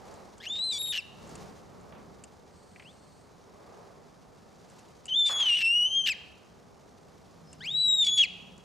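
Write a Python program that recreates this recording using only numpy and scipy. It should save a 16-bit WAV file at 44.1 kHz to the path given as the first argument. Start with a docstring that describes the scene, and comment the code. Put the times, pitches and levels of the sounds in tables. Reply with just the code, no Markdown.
"""A murmur of air swells in a wooden nest box and a beak ticks; then cockatoo chicks beg, a little to the left.
Three long, arched squeals and one faint upward chirp: each a syrinx whistle, mostly a sine with overtones,
that scoops up, holds and drops away, split here and there by undertones or broken by noisy, uneven cycles.
Air and rustling bedding are shaped noise; ticks and clucks are noise bursts in resonances, and the room rings on.
A scuff, a dull knock, a soft lens motor, a low hum and a thin squeak lie between; loud calls duck it all."""
import sys
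import numpy as np
from scipy import signal
from scipy.fft import rfft, irfft, next_fast_len
from scipy.io import wavfile
from scipy.ndimage import uniform_filter1d

SR = 44100
rng = np.random.default_rng(int(sys.argv[2]) if len(sys.argv) > 2 else 0)


def inscribe(sig):
    """Save sig as 16-bit PCM at rate SR to the path in sys.argv[1].

    A 1-D sig is mono; a 2-D sig holds one channel per row.
    Samples are clipped to [-1, 1] before scaling.
    """
    pcm = np.round(np.clip(np.atleast_2d(sig).T, -1, 1) * 32767)
    wavfile.write(sys.argv[1], SR, pcm.astype(np.int16))


N = 381024
TIME = np.arange(N) / SR


def from_db(db):
    """Decibels as an amplitude factor."""
    return 10 ** (np.asarray(db) / 20)


def rms_one(x):
    """Scale a sound to rms 1."""
    return x / np.sqrt(np.mean(x ** 2) + 1e-20)


def at_hz(points, hz):
    """Read a curve of (frequency, value) on a log-frequency axis."""
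    points = np.array(points)
    return np.interp(np.log(np.maximum(hz, 1)), np.log(points[:, 0]), points[:, 1])


def during(start, end, edge_s=0.004):
    """1 between two times, with straight ramps centred on them."""
    return np.clip(np.minimum(TIME - start, end - TIME) / edge_s + .5, 0, 1)


def struck(events, decay_s):
    """Sum of sudden onsets (time [s], level [dB]) that each die away exponentially."""
    return sum(from_db(db) * (TIME >= s) * np.exp(-np.abs(TIME - s) / decay_s) for s, db in events)


def drift(hz):
    """Random wander up to about this rate: noise through two equal one-pole low-passes; rms 1."""
    r = np.exp(-2 * np.pi * hz / SR)
    wander = signal.lfilter([1], [1, -2 * r, r * r], rng.standard_normal(N + SR))
    return rms_one(wander[SR:])  # the first second lets the filter settle


def coloured(x, spectrum):
    """Filter a sound by this colour; rms 1."""
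    size = next_fast_len(N)
    gain = from_db(at_hz(spectrum, np.fft.rfftfreq(size, 1 / SR)))
    return rms_one(irfft(rfft(x, size) * gain, size)[..., :N])


def wide_noise(spectrum):
    """Diffuse stereo noise, partly alike at the left and right microphone; rms 1."""
    # how alike the channels are: (frequency [Hz], correlation [0-1])
    likeness = [(60, 0.89), (150, 0.34), (380, 0.29), (950, 0.47), (2380, 0.67), (5980, 1), (15000, 0.32)]
    # tilt of the sound field: (frequency [Hz], left over right [dB])
    lean = [(60, 4), (130, 0), (290, -0.5), (640, -2.5), (1410, -1.0), (3100, -0.5), (6820, 0.5),
            (15000, -1)]
    size = next_fast_len(N)
    hz = np.fft.rfftfreq(size, 1 / SR)
    sides = np.array([[1], [-1]])
    mid, side = rfft(rng.standard_normal((2, size)))
    alike = np.clip(at_hz(likeness, hz), 0, 1)
    both = np.sqrt(1 + alike) * mid + np.sqrt(1 - alike) * side * sides
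    gain = from_db(at_hz(spectrum, hz) + sides * at_hz(lean, hz) / 2)
    return rms_one(irfft(both * gain, size)[:, :N])


def air_and_bedding(low_db=-58.5, middle_db=-58, rustle_db=-66.5, grain_db=1.5):
    """A murmur of air and the fine rustle of quills on wood shavings: shaped noise with shared swell times."""
    # swells, added as power: (time [s], half width [s], low air [dB], middle air [dB], rustle [dB])
    swells = [(.13, .16, -57, -50, -61), (.65, .2, -60, -58, -63), (1.37, .17, -50, -49.5, -57.5),
              (1.9, .3, -54, -54, -72), (3.75, .2, -75, -53.5, -69), (4.8, .2, -70, -62, -65),
              (8.0, .6, -57, -70, -66)]
    # colours of the noise: (frequency [Hz], relative level [dB])
    low_air = [(20, -46), (35, -15), (55, -6.5), (85, -1.5), (130, -3), (160, 1.5), (210, -0.5), (300, -7),
               (450, -18.5), (900, -47)]
    mid_air = [(200, -25.5), (320, -7), (400, 1), (600, -3), (800, -3.5), (950, -7), (1200, -8.5),
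               (1500, -15), (2300, -23), (4000, -48.5)]
    bedding_colour = [(900, 1), (2000, 0), (3200, -1), (4500, 0.5), (6500, -1), (8500, -7.5), (10000, -10),
                      (13000, -17.5), (15500, -18)]
    power = from_db([[low_db], [middle_db], [rustle_db]]) ** 2
    for s, width, *levels_db in swells:
        power = power + from_db(levels_db)[:, None] ** 2 * np.exp(-((TIME - s) / width) ** 2)
    low, middle, rustle = np.sqrt(power)
    air = low * wide_noise(low_air) + middle * wide_noise(mid_air)
    return air + rustle * from_db(grain_db * drift(70)) * wide_noise(bedding_colour)


def ticks(decay_s=0.0038, tick_db=-2.5, top_hz=9800):
    """A beak snaps: a very short crackle of noise sets its shell ringing."""
    # snaps: (time [s], relative level of the crackle [dB])
    snaps = [(0.1401, -46.5), (0.3805, -44), (1.273, -46), (1.2923, -46), (1.3538, -35.5), (1.8103, -53),
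             (2.2382, -34.5), (4.6994, -45), (4.7917, -47.5), (4.887, -55.5), (5.0557, -33), (5.066, -39),
             (7.5294, -37.5), (8.5788, -49)]
    # resonances of the beak: (frequency [Hz], width [Hz], gain [dB])
    beak = [(2800, 230, 6), (4850, 970, -9), (7200, 1130, 6), (7940, 410, -8.5), (9300, 520, -29)]
    crackle = struck(snaps, decay_s) * rng.standard_normal(N)
    ringing = 0
    for hz, width, db in beak:
        resonance = signal.iirpeak(hz, hz / width, fs=SR)
        ringing = ringing + from_db(db) * signal.lfilter(*resonance, crackle + 1e-18)
    low_pass = signal.butter(6, top_hz, fs=SR, output="sos")
    return from_db(tick_db) * signal.sosfilt(low_pass, ringing)


def room(x, near_db=-15, tail_db=-17.0, t60_s=0.74, swell_s=0.014, spread=0.67):
    """Quick, faint echoes off the walls of the box, then the coloured, decaying ring of the room."""
    # colour of the ring: (frequency [Hz], gain [dB])
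    room_colour = [(1500, 6), (2200, 2), (3000, 1.5), (3400, -3.5), (4000, 3.5), (7000, -6.5),
                   (12000, -6.5)]
    t = TIME[:SR]
    # noise common to both channels, plus some of each channel's own
    near, tail = rng.standard_normal((2, 1, SR)) + spread * rng.standard_normal((2, 2, SR))
    near = near * np.exp(-t / .004) * (t > .001)
    near = from_db(near_db) * near / np.linalg.norm(near[0])
    # the room takes a moment to answer through the entrance hole
    tail = tail * from_db(-60 * t / t60_s) * (1 - np.exp(-t / swell_s))
    gain = from_db(at_hz(room_colour, np.fft.rfftfreq(SR, 1 / SR)))
    tail = irfft(rfft(tail / np.linalg.norm(tail[0])) * gain)
    return signal.fftconvolve(x[None], near + from_db(tail_db) * tail, axes=1)[:, :N]


def begging():
    """Pitch, effort and overtones of the calls: scoop, hold and drop, under attack, swell and release."""
    # calls: (start [s], end [s], effort [dB], swell [dB/s], attack [s],
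    #   second harmonic [dB], third harmonic [dB], share of the dead spots [0-1]); levels before colouring
    calls = [(.402, 1.011, -31.7, 2, .08, 3, -3, .55), (2.835, 2.925, -55.5, -130, .02, 2, -4, 0),
             (5.082, 6.14, -23.2, -1.5, .055, -2, -4.5, .9), (7.606, 8.26, -22.3, 12, .16, -1, -5, 1)]
    # held part of each call: (time [s], pitch [Hz])
    first_pitch = [(0.472, 2858), (0.49, 3401), (0.536, 3661), (0.558, 3646), (0.646, 4103), (0.708, 3981),
                   (0.734, 3497), (0.778, 3411), (0.786, 3743), (0.88, 3764), (0.918, 3672), (0.93, 2910),
                   (0.978, 2829), (0.995, 2696)]
    chirp_pitch = [(2.86, 2730), (2.92, 3800)]
    second_pitch = [(5.095, 3142), (5.129, 3017), (5.159, 3494), (5.179, 3593), (5.237, 3506),
                    (5.267, 3593), (5.305, 3394), (5.401, 3363), (5.507, 2819), (5.543, 2795),
                    (5.567, 2991), (5.597, 2760), (5.661, 2678), (5.761, 2895), (5.845, 2932),
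                    (5.871, 3064), (5.979, 3222), (6.031, 3097), (6.059, 3155), (6.067, 2770),
                    (6.087, 2762), (6.118, 2478)]
    third_pitch = [(7.66, 2491), (7.666, 2608), (7.68, 3124), (7.72, 3730), (7.768, 3913), (7.814, 3968),
                   (7.9, 3822), (7.946, 3830), (8.002, 3707), (8.072, 3378), (8.166, 3417), (8.22, 3263)]
    # whistle strength by its pitch, overtone strength by overtone frequency: (frequency [Hz], gain [dB])
    whistle_colour = [(1500, -11), (2100, -6), (2500, -5), (2750, 0), (3300, 1), (4100, 0)]
    overtone_colour = [(3000, -13), (4500, -10), (5700, -23), (6800, -18), (7600, -18), (8200, -21),
                       (8800, -26), (9600, -39), (10300, -31), (10900, -28), (11400, -39), (12300, -33)]
    # standing waves in the box cancel the whistle: (frequency [Hz], half width [Hz], depth [dB])
    dead_spots = [(3110, 60, 6), (3430, 40, 9), (3775, 35, 8)]
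    # brief dips where echoes in the box cancel the whistle: (time [s], half width [s], depth [dB])
    echo_dips = [(.489, .009, 15), (.55, .03, 3), (.79, .007, 8), (.832, .007, 8), (.898, .008, 5),
                 (5.142, .014, 7), (5.35, .07, 7), (5.6, .03, 6), (5.892, .014, 12), (5.93, .02, 4),
                 (6.028, .008, 12), (7.73, .03, 3), (8.056, .008, 9), (8.108, .01, 6), (8.16, .011, 6)]
    # the voice turns hard: (start [s], end [s], gain of the third harmonic [dB])
    shrill_start, shrill_end, shrill_db = (.785, .921, 24)
    scoop_hz_per_s, drop_hz_per_s = 18800, 32000
    attack_db, release_s, release_db = 15, .02, 18  # climb at the start, sinking at the end
    # overtones are strong in the scoop, weak once the whistle settles, then bloom again
    reedy_db, pure_db, settle_s, bloom_s = 3, -10, .035, .24

    sounding, pitch, effort_db, bright_db, edge_db, depth = np.zeros((6, N))
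    for call, curve in zip(calls, (first_pitch, chirp_pitch, second_pitch, third_pitch)):
        start, end, level_db, swell_db, attack_s, second_db, third_db, share = call
        on = TIME >= start - .01  # holds until the next call takes over
        t = TIME[on]
        s, hz = np.transpose(curve)
        scoop = scoop_hz_per_s * np.maximum(s[0] - t, 0)
        drop = drop_hz_per_s * np.maximum(t - s[-1], 0)
        pitch[on] = np.interp(t, s, hz) - scoop - drop
        attack = np.clip(1 - (t - start) / attack_s, 0, 1)
        release = np.clip(1 - (end - t) / release_s, 0, 1)
        swell = swell_db * (np.minimum(t, end) - (start + end) / 2)
        effort_db[on] = level_db + swell - attack_db * attack - release_db * release
        bloom_db = np.interp(t - s[0], (0, settle_s, bloom_s), (reedy_db, pure_db, 0))
        bright_db[on] = second_db + bloom_db
        edge_db[on] = third_db + bloom_db
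        depth[on] = share
        sounding += during(start, end)
    pitch = np.where(sounding > 0, np.maximum(pitch, 1500), 3000)  # 3000 Hz is only a silent placeholder

    dead_db = sum(db * np.exp(-((pitch - hz) / width) ** 2) for hz, width, db in dead_spots)
    echo_dip_db = sum(db * np.exp(-((TIME - s) / width) ** 2) for s, width, db in echo_dips)
    whistle_db = at_hz(whistle_colour, pitch) - depth * dead_db - echo_dip_db
    # overtones relative to the whistle, so that its dips leave them standing
    second_db = bright_db + at_hz(overtone_colour, 2 * pitch) - whistle_db
    third_db = edge_db + at_hz(overtone_colour, 3 * pitch) - whistle_db
    third_db = third_db + shrill_db * during(shrill_start, shrill_end)
    return sounding, pitch, effort_db + whistle_db, second_db, third_db


def straining(clear_db=-42.0, patchy_db=3.0, patchy_hz=90):
    """How hard the voice is forced: next to nothing while it is clear, in uneven fits during a rasp."""
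    # the voice turns chaotic: (start [s], end [s], strain at the start [dB], strain at the end [dB])
    fits = [(.415, .464, 3, 2), (.55, .595, -18, -8), (.708, .725, -13, -15), (.777, .79, -12, -14),
            (.819, .824, -6, -6), (.858, .891, -17, -12), (.924, .984, 1, 1), (5.08, 5.11, -4, -18),
            (5.25, 5.33, -18, -19), (5.378, 5.469, -17, -8), (5.47, 5.628, -18, -4),
            (5.645, 5.68, -21, -22), (6.06, 6.098, 1, -1), (7.62, 7.665, -14, -14),
            (8.026, 8.103, -18, -18), (8.174, 8.255, -19, -13)]
    strain = from_db(clear_db)
    for start, end, first_db, last_db in fits:
        strain = strain + from_db(np.interp(TIME, (start, end), (first_db, last_db))) * during(start, end)
    return strain * from_db(patchy_db * np.clip(drift(patchy_hz), -2, 2))


def undertones(phase, pitch, wobble=.35):
    """Unsteady lines between the harmonics, where the syrinx repeats only every third or fourth cycle."""
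    # split cycles: (start [s], end [s], cycles per repeat, level before colouring [dB])
    splits = [(0.534, 0.593, 3, -28), (0.722, 0.782, 3, -9.5), (5.26, 5.295, 3, -19),
              (5.29, 5.333, 4, -17.5), (8.046, 8.074, 3, -13), (8.172, 8.189, 3, -20.5)]
    # colour of the lines: (frequency [Hz], gain [dB])
    line_colour = [(1200, -33.5), (2400, -8), (3200, -8), (4500, 1), (5800, -5), (7000, -19.5), (8200, -1),
                   (9500, -31), (11400, -22.5), (15000, -33)]
    lines = np.zeros(N)
    slip = wobble * drift(270)  # phase wander [rad]
    for start, end, cycles, level_db in splits:
        gate = during(start, end)
        on = gate > 0
        for k in range(1, 4 * cycles):
            if k % cycles:  # whole harmonics are left to the whistle
                line = np.sin(k / cycles * (phase[on] + slip[on]) + k * k)
                line_db = level_db + at_hz(line_colour, pitch[on] * k / cycles)
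                lines[on] += gate[on] * from_db(line_db) * line
    return lines


def rasp(phase, chaos, crackle_db=3.5):
    """Chaotic puffs, one a cycle: separate crackles under light strain, a dense screech under full strain."""
    # colours under light and full strain: (frequency [Hz], relative level [dB])
    throat_colour = [(900, -38.5), (1500, -24), (1800, -7.5), (2800, 4), (3800, 3.5), (5000, -9.5),
                     (6500, -10), (8300, -12.5), (9500, -37), (11400, -34.5), (15000, -56.5)]
    screech_colour = [(1000, -26), (1450, -23), (1720, 9), (2200, -9), (2800, -0.5), (3800, -5),
                      (5000, -2.5), (6500, -10), (8300, -25), (9500, -33), (11500, -12), (15000, -25)]
    lumps = from_db(crackle_db * np.clip(drift(260), -2, 2))
    puffs = rng.standard_normal(N) * (1 + np.cos(phase)) ** 2
    crackles = np.sqrt(1 - chaos ** 4) * coloured(puffs * lumps, throat_colour)
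    return crackles + chaos ** 2 * coloured(puffs, screech_colour)


def squeals(waver=.0025, shimmer_db=1.0, jitter=.0015, rasp_jitter=.065, flutter=1.0, flutter_hz=230,
            rasp_noise_db=-5.5, overtone_db=2.5, fourth_db=-15.0, fifth_db=-17.5):
    """The syrinx whistles with overtones; under strain its cycles turn uneven in length and strength."""
    sounding, pitch, effort_db, second_db, third_db = begging()
    strain = straining()
    chaos = strain / np.hypot(1, strain)  # the share of the voice that is irregular
    pitch = pitch * (1 + waver * drift(25) + jitter * drift(100) + rasp_jitter * chaos * drift(700))
    phase = 2 * np.pi * np.cumsum(pitch) / SR
    # fourth and fifth harmonics are set relative to the third
    overtones_db = (second_db, third_db, third_db + fourth_db, third_db + fifth_db)
    # each overtone shimmers on its own as it glides through the resonances of the box
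    overtones = 0
    for k, db in enumerate(overtones_db, 2):
        overtones = overtones + from_db(db + overtone_db * drift(35)) * np.sin(k * phase)
    tone = np.sin(phase) + (1 - chaos ** 2) * overtones + undertones(phase, pitch)
    whistle = np.sqrt(2) * tone / np.hypot(1, strain)
    # the strained voice also comes in uneven bursts a few milliseconds long
    bursts = np.cos(2 * np.pi * np.cumsum(flutter_hz * (1 + .7 * drift(150))) / SR)
    depth = flutter * np.minimum(chaos, .6)
    throb = (1 + depth * bursts) / np.sqrt(1 + depth ** 2 / 2)
    loudness = sounding * from_db(effort_db + shimmer_db * drift(35)) * throb
    return loudness * (whistle + from_db(rasp_noise_db) * chaos * rasp(phase, chaos))


def knock():
    """A dull knock on the wood: two decaying thuds of shaped noise."""
    # thuds: (time [s], level [dB], decay [s])
    thuds = [(1.923, -44.5, 0.011), (1.95, -53, 0.055)]
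    # colour of the wood: (frequency [Hz], relative level [dB])
    knock_colour = [(200, -14), (600, 11), (1100, 6), (1800, -1), (3500, -6.5), (6000, -32), (12000, -43)]
    envelope = sum(struck([(s, db)], decay_s) for s, db, decay_s in thuds)
    return envelope * wide_noise(knock_colour)


def lens_motor():
    """The lens motor whirs softly: shaped noise that fades in and out."""
    # one whir: (start [s], end [s], level [dB])
    start, end, whir_db = (2.52, 3.26, -70)
    # colour of the motor: (frequency [Hz], relative level [dB])
    whir_colour = [(3500, -30), (4300, 4), (4700, 0), (5200, -17), (6800, -7), (7900, -1.5), (9000, 0.5),
                   (9400, -24)]
    return during(start, end, edge_s=.08) * from_db(whir_db) * wide_noise(whir_colour)


def clucks(cluck_hz=2200, width_hz=1000, decay_s=.007):
    """Short clucks before the chirp: single puffs of noise, coloured twice by a resonance of the throat."""
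    # puffs: (time [s], level at the onset [dB])
    cluck_puffs = [(2.76, -50), (2.797, -45), (2.823, -51)]
    throat = signal.iirpeak(cluck_hz, cluck_hz / width_hz, fs=SR)
    once = signal.lfilter(*throat, rng.standard_normal(N))
    return struck(cluck_puffs, decay_s) * rms_one(signal.lfilter(*throat, once))


def scuff():
    """A soft scuff as a chick shifts: flickering noise that starts at once and fades steadily."""
    # one scuff: (start [s], length [s], level [dB], fading [dB/s])
    start, length, scuff_db, fade_db = (5.295, .23, -39, 58)
    # colour of the scuff: (frequency [Hz], relative level [dB])
    scuff_colour = [(300, -20), (650, -8), (1100, -2.5), (1600, -8.5), (2400, -14), (4000, -33.5)]
    fading_db = scuff_db - fade_db * np.abs(TIME - start) + 2.5 * drift(120)
    return during(start, start + length) * from_db(fading_db) * wide_noise(scuff_colour)


def faint_tone(start, end, hz, db, waver=0.0083, flicker_db=2.5, fade_s=.07):
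    """An unsteady sine that fades in and out."""
    phase = 2 * np.pi * np.cumsum(hz * (1 + waver * drift(40))) / SR
    return during(start, end, fade_s) * from_db(db + flicker_db * drift(25)) * np.sqrt(2) * np.sin(phase)


def hum_and_squeak():
    """A faint low hum comes twice near the end, a thin squeak once: wavering sines."""
    # tones: (start [s], end [s], frequency [Hz], level [dB])
    hums = [(7.35, 7.87, 158, -60), (8.2, 8.7, 180, -60)]
    squeak = (7.45, 7.58, 5200, -69)
    return sum(faint_tone(*row) for row in hums) + faint_tone(*squeak)


def scene(voice_left_db=2.0):
    """The chicks' direct sound a little to the left, their ring in the room, and everything around them."""
    chicks = ticks() + squeals() + clucks()
    direct = chicks * from_db(voice_left_db * np.array([[.5], [-.5]]))
    small_sounds = knock() + lens_motor() + scuff() + hum_and_squeak()
    return air_and_bedding() + direct + room(chicks) + small_sounds


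def record(dry, threshold_db=-24.0, squeeze=0.28, release_db_per_s=12.5, cutoff_hz=15350):
    """Gain control ducks everything at once under loud calls and recovers steadily; the top is cut steeply."""
    power = uniform_filter1d(np.mean(dry ** 2, axis=0), size=200)
    level_db = 10 * np.log10(np.maximum(power, 1e-12))
    over_db = squeeze * np.maximum(level_db - threshold_db, 0)
    # the duck holds its peak, less a steady release
    released_db = release_db_per_s * TIME
    duck_db = np.maximum.accumulate(over_db + released_db) - released_db
    low_pass = signal.ellip(10, .1, 90, cutoff_hz, fs=SR, output="sos")
    return signal.sosfilt(low_pass, dry * from_db(-duck_db))


dry = scene()
out = record(dry)
inscribe(out)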